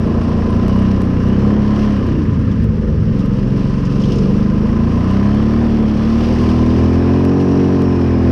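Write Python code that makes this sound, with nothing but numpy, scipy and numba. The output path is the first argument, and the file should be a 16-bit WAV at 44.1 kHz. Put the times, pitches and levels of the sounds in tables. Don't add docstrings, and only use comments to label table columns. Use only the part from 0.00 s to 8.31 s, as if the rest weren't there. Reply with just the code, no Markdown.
import sys
import numpy as np
from scipy import signal
from scipy.fft import rfft, irfft
from scipy.io import wavfile
from scipy.ndimage import uniform_filter1d
from numba import njit

SR = 44100
rng = np.random.default_rng(int(sys.argv[2]) if len(sys.argv) > 2 else 0)


def undo_db(level):
    steps = np.asarray(level, float) / 20
    return 10 ** steps


def unload_audio(sound):
    columns = np.transpose(np.atleast_2d(sound))
    steps = np.round(np.clip(columns, -1, 1) * 32767)
    wavfile.write(sys.argv[1], SR, steps.astype(np.int16))


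N = 366471
T = np.arange(N) / SR

# time in seconds, firing rate in Hz, load in dB added to the engine note,
# clatter in dB, whose swing about its usual level drives the rattles and the hiss.
ENGINE_RUN = [(0.0, 27.61, -3, -33), (0.23, 29.14, -2, -31), (0.51, 27.85, -2, -32),
              (0.69, 31.92, 0.5, -30.5), (0.99, 32.12, -1, -34), (1.18, 29.67, -0.5, -36),
              (1.43, 34.6, -0.5, -33), (1.85, 35.4, -2.5, -32.5), (2.2, 29.48, -1.5, -38.5),
              (2.68, 22.11, -3.5, -43), (2.98, 20.07, -2.5, -45), (3.21, 22.94, -1, -39.5),
              (3.47, 21.58, -2.5, -39.5), (3.59, 22.83, -2, -34.5), (4.14, 23.24, -1.5, -37.5),
              (4.67, 26.58, -1, -34), (5.05, 30.57, -1, -31), (5.21, 33.56, -0.5, -31),
              (5.62, 38.63, -1.5, -31), (5.92, 35.62, -3, -34.5), (6.32, 39.6, -2, -29.5),
              (6.64, 39.86, 0, -30.5), (7.38, 46.5, -1, -29.5), (7.75, 46.13, -1, -32),
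              (8.1, 42.3, -2, -34.5), (8.31, 41.6, 0.5, -28.5)]
# level in dB at the cruising rate, change in dB per Hz of firing rate.
VALVE_PULSE = [(11.5, -1.27), (-0.7, -0.76), (-7.5, 0.24), (-5.5, 0.9), (-2, 0.6256), (7, 0.81), (2, 0.49),
               (7.5, .39), (5, 0.19), (1.5, 0.53), (-3.5, 0.34), (-3.3, -0.77), (-5, 0.72), (-7.5, 0.38)]
# pitch in Hz, level in dB rms before the pulse shape and load.
PIPE_AND_AIRBOX = [(20, -64), (38, -33), (48, -33.5), (68, -25), (85, -10), (112, -13.5), (138, -16),
                   (165, -30), (195, -21), (225, -22), (255, -32), (330, -34), (420, -34), (700, -39.5)]
SHUT_THROTTLE_DB = [-34, -26, -20, -22, -22, -45, -23.5, -27.5, -28.5, -22.5, -28.5, -37.5, -46, -44]
# pitch in Hz, filter width in Hz, level in dB over the usual
# clatter, share of the clatter's swing it follows, firing rate in Hz that shakes it most.
FRAME_PARTS = [(620, 250, -3.5, 1.8, 28), (1027, 86, -3.5, .9, 31.5), (1218, 200, -7.5, 0.33, 35),
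               (1653, 530, -8, 0.16, 42.5)]
# pitch in Hz, relative level in dB per Hz.
HISS_COLOUR = [(1200, -42), (2000, -16), (2310, -4.5), (2840, 0), (3660, -9.5), (5530, -6), (7000, -23),
               (8000, -25), (8900, -24), (9600, -29), (10800, -35.5), (12100, -30), (13800, -38.5),
               (14800, -61.5)]
# middle in seconds, length in seconds (the rise
# is a bell curve two standard deviations long), peak rise of the hiss in dB.
STONY_STRETCHES = [(1.85, 0.26, 2), (4.126, 0.3, 6), (6.397, 0.72, 4)]
# tooth contacts per engine cycle, casing resonance in Hz, its width in Hz,
# level in dB before the casing passes it.
GEAR_MESHES = [(121, 5400, 1600, -53), (91, 2950, 500, -49), (56, 2480, 400, -47)]
# pitch in Hz, relative level in dB per Hz.
WIND_COLOUR = [(12, -45), (20, -9), (97, -7.5), (161, -7), (215, -5), (330, -10.5), (484, -11),
               (743, -33.5), (900, -28), (1170, -50.5), (1980, -120)]
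# time in seconds, wind level in dB rms before its quick wavering.
WIND_GUSTS = [(0, -21), (1.2, -22), (2.2, -24.5), (3.2, -24.5), (4.2, -21.5), (5.2, -27), (6.3, -20.5),
              (7.2, -29.5), (8.31, -24)]
# start in seconds, peak level in dB.
CRICKET_STROKES = [(.0687, -50), (.2354, -52), (.2937, -51), (.5038, -45), (.7667, -47), (.7966, -46),
                   (.827, -49), (1.0241, -54), (1.0525, -52)]
# start in seconds, length in seconds, level in dB.
BIKE_BURSTS = [(2.236, 0.577, -26.5), (3.021, 0.092, -25.5)]
BIKE_ORDERS_DB = [-6, 2, 2.5, 1.5, -18, -29]
# start in seconds, strength in dB,
# extra dB for the lowest ring alone.
LOAD_KNOCKS = [(2.511, -35.5, 2), (3.191, -35, 4), (3.782, -40, -7), (3.8495, -29.5, -7),
               (3.9953, -31.5, -3), (4.0146, -30.5, -3), (4.0338, -33, 8.5), (4.054, -33.5, -3),
               (4.117, -25.5, 0.5), (4.1549, -28.5, -14), (4.1816, -28.5, -7), (4.209, -36.5, -13),
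               (6.3486, -32.5, -6.5), (6.4877, -30, 2), (6.699, -37, 8.5)]
# pitch in Hz, filter width in Hz, relative level in dB.
RACK_TUBES = [(3150, 1200, -11), (5150, 920, -12), (6300, 1300, -20), (8600, 1500, -32.5)]


def curves(table):
    s, *columns = np.transpose(table)
    return [np.interp(T, s, c) for c in columns]


def unit(x):
    return x / np.sqrt(np.mean(x ** 2))


@njit
def svf(x, hz, width):
    y, b, l = np.empty(len(x)), 0., 0.
    for i in range(len(x)):
        g, k = np.tan(np.pi * hz[i] / SR), width / hz[i]
        v = (b + g * (x[i] - l)) / (1 + g * (g + k))
        b, l, y[i] = 2 * v - b, l + 2 * g * v, k * v
    return y


def ring(x, hz, width):
    return svf(x, np.full(N, 1.0 * hz), 1.0 * width)


def colour(points):
    hz, db = np.transpose(points)
    f = np.arange(1, N // 2 + 2) * SR / N
    gain = undo_db(np.interp(np.log(f), np.log(hz), db))
    return unit(irfft(rfft(rng.standard_normal(N)) * gain, N))


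def walk(rate):
    k = int(SR / rate)
    steps = np.repeat(rng.standard_normal(N // k + 1), k)
    return unit(uniform_filter1d(uniform_filter1d(steps, k), k)[:N])


def strike(times, db, shape):
    out = np.zeros(N)
    out[np.round(times * SR).astype(int)] = undo_db(db)
    return signal.fftconvolve(out, shape)[:N]


def orders(hz, levels_db, rough):
    pipe_lag_s, pipe_lag_hz = 0.01844, 148.4
    spread = .022
    intake_lead_s = .0063
    rough_per_order = .06
    cycles = np.cumsum(hz) / SR
    out = 0
    for k, db in enumerate(levels_db, start=1):
        lag = pipe_lag_s * pipe_lag_hz * np.arctan(k * hz / pipe_lag_hz)
        lag = lag - spread * k ** 2 / 2
        re, im = rng.standard_normal((600, 2)).T
        chance = np.interp(cycles, np.arange(len(re)), re + 1j * im) * np.sqrt(3 / 4)
        smear = np.minimum(rough * (1 + rough_per_order * k), .95)
        size = np.sqrt(1 - smear ** 2) + smear * chance
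        pair = 1 - np.exp(2j * np.pi * k * hz * intake_lead_s)
        turn = pair / np.abs(pair)
        out = out + undo_db(db) * np.real(turn * size * np.exp(2j * np.pi * (k * cycles - lag)))
    return np.sqrt(2) * out, cycles


def engine():
    usual_clatter_db, cruise_hz = -31.5, 35
    shut_s, closing_s = 1.95, .35
    open_s, opening_s, steadying_s = 2.95, .2, .35
    rough_open, rough_shut = .15, .6
    hz, load_db, clatter_db = curves(ENGINE_RUN)
    closing = np.clip((T - shut_s) / closing_s, 0, 1)
    shut = closing * np.clip(1 - (T - open_s) / opening_s, 0, 1)
    unsteady = closing * np.exp(-np.maximum(T - open_s, 0) / steadying_s)
    rough = rough_open + (rough_shut - rough_open) * unsteady
    pipe_hz, pipe_db = np.transpose(PIPE_AND_AIRBOX)
    levels = []
    for k, ((db, slope), coast_db) in enumerate(zip(VALVE_PULSE, SHUT_THROTTLE_DB), start=1):
        passed_db = np.interp(np.log(k * hz), np.log(pipe_hz), pipe_db)
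        open_db = passed_db + db + slope * (hz - cruise_hz)
        levels.append((1 - shut) * open_db + shut * coast_db + load_db)
    for k in range(12):
        levels.append(-43 - .9 * k + .3 * (hz - 40) - 6 * shut)
    motor, cycles = orders(hz, levels, rough)
    return motor, cycles, hz, clatter_db - usual_clatter_db


def cycle_puff(cycles):
    return 1.1 + np.exp(-(cycles % 1) / .35)


def clatter(cycles, hz, swing_db):
    usual_db, detune_db_per_hz = -31.5, 0.22
    jolt = .6
    bang = jolt * np.diff(np.floor(cycles), prepend=0) * np.sqrt(SR / hz) * hz / 40
    puff = cycle_puff(cycles)
    out = 0
    for f, width, db, share, best_hz in FRAME_PARTS:
        push = bang + puff * rng.standard_normal(N)
        part = unit(ring(ring(push, f, width), f, 2 * width))
        level_db = usual_db + db + share * swing_db - detune_db_per_hz * abs(hz - best_hz)
        out = out + part * undo_db(level_db + 0.72 * walk(13))
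    return out


def hiss(cycles, swing_db):
    grain = undo_db(0.78 * walk(25) + 1.2 * walk(150))
    stones_db = sum(db * np.exp(-.5 * ((T - s) / length * 2) ** 2) for s, length, db in STONY_STRETCHES)
    noise = unit(colour(HISS_COLOUR) * grain * (3 + cycle_puff(cycles)))
    return noise * undo_db(-45 + 0.43 * swing_db + stones_db)


def gears(hz):
    out = 0
    for contacts, f, width, db in GEAR_MESHES:
        whine = unit(svf(rng.standard_normal(N), contacts * hz, 260.))
        out = out + undo_db(db + 1.9 * walk(10)) * ring(whine, f, width)
    return out


def wind():
    gust_db = curves(WIND_GUSTS)[0]
    return colour(WIND_COLOUR) * undo_db(gust_db + 1.3 * walk(5.5))


def cricket():
    pitch_hz, stroke_s = 8800, 0.00082
    t = T[:SR // 100]
    stroke = np.exp(-.5 * (t / stroke_s - 2) ** 2) * np.sin(2 * np.pi * pitch_hz * t)
    return strike(*np.transpose(CRICKET_STROKES), stroke)


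def bike():
    firing_hz, fade_db_per_s = 53.7, 154
    gain = 0
    for s, length, db in BIKE_BURSTS:
        outside_s = np.maximum(np.maximum(s - T, T - s - length), 0)
        gain = gain + undo_db(db - fade_db_per_s * outside_s)
    note, _ = orders(firing_hz * (1 + .012 * walk(4)), BIKE_ORDERS_DB, .28)
    return gain * note


def rack():
    s, db, low_db = np.transpose(LOAD_KNOCKS)
    t = T[:SR // 10]
    scrape = np.exp(-t / .011) * np.minimum(t / .003, 1)
    out = 0
    for k, (hz, width, tube_db) in enumerate(RACK_TUBES):
        push = strike(s, db + tube_db + low_db * (k == 0), scrape) * rng.standard_normal(N)
        out = out + ring(ring(push, hz, width), hz, width) * np.sqrt(SR / width)
    return out


def scene():
    motor, cycles, hz, swing_db = engine()
    quad = motor + clatter(cycles, hz, swing_db) + hiss(cycles, swing_db) + gears(hz)
    return (quad + wind() + cricket() + bike() + rack())[None]


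def roll_off(x):
    return signal.sosfilt(signal.butter(12, 14600, fs=SR, output="sos"), x)


def record(dry):
    low_cut = signal.butter(2, 20, "high", fs=SR, output="sos")
    mix = np.tanh(1.25 * signal.sosfilt(low_cut, dry)) / 1.046
    return roll_off(mix)


dry = scene()
out = record(dry)
unload_audio(out)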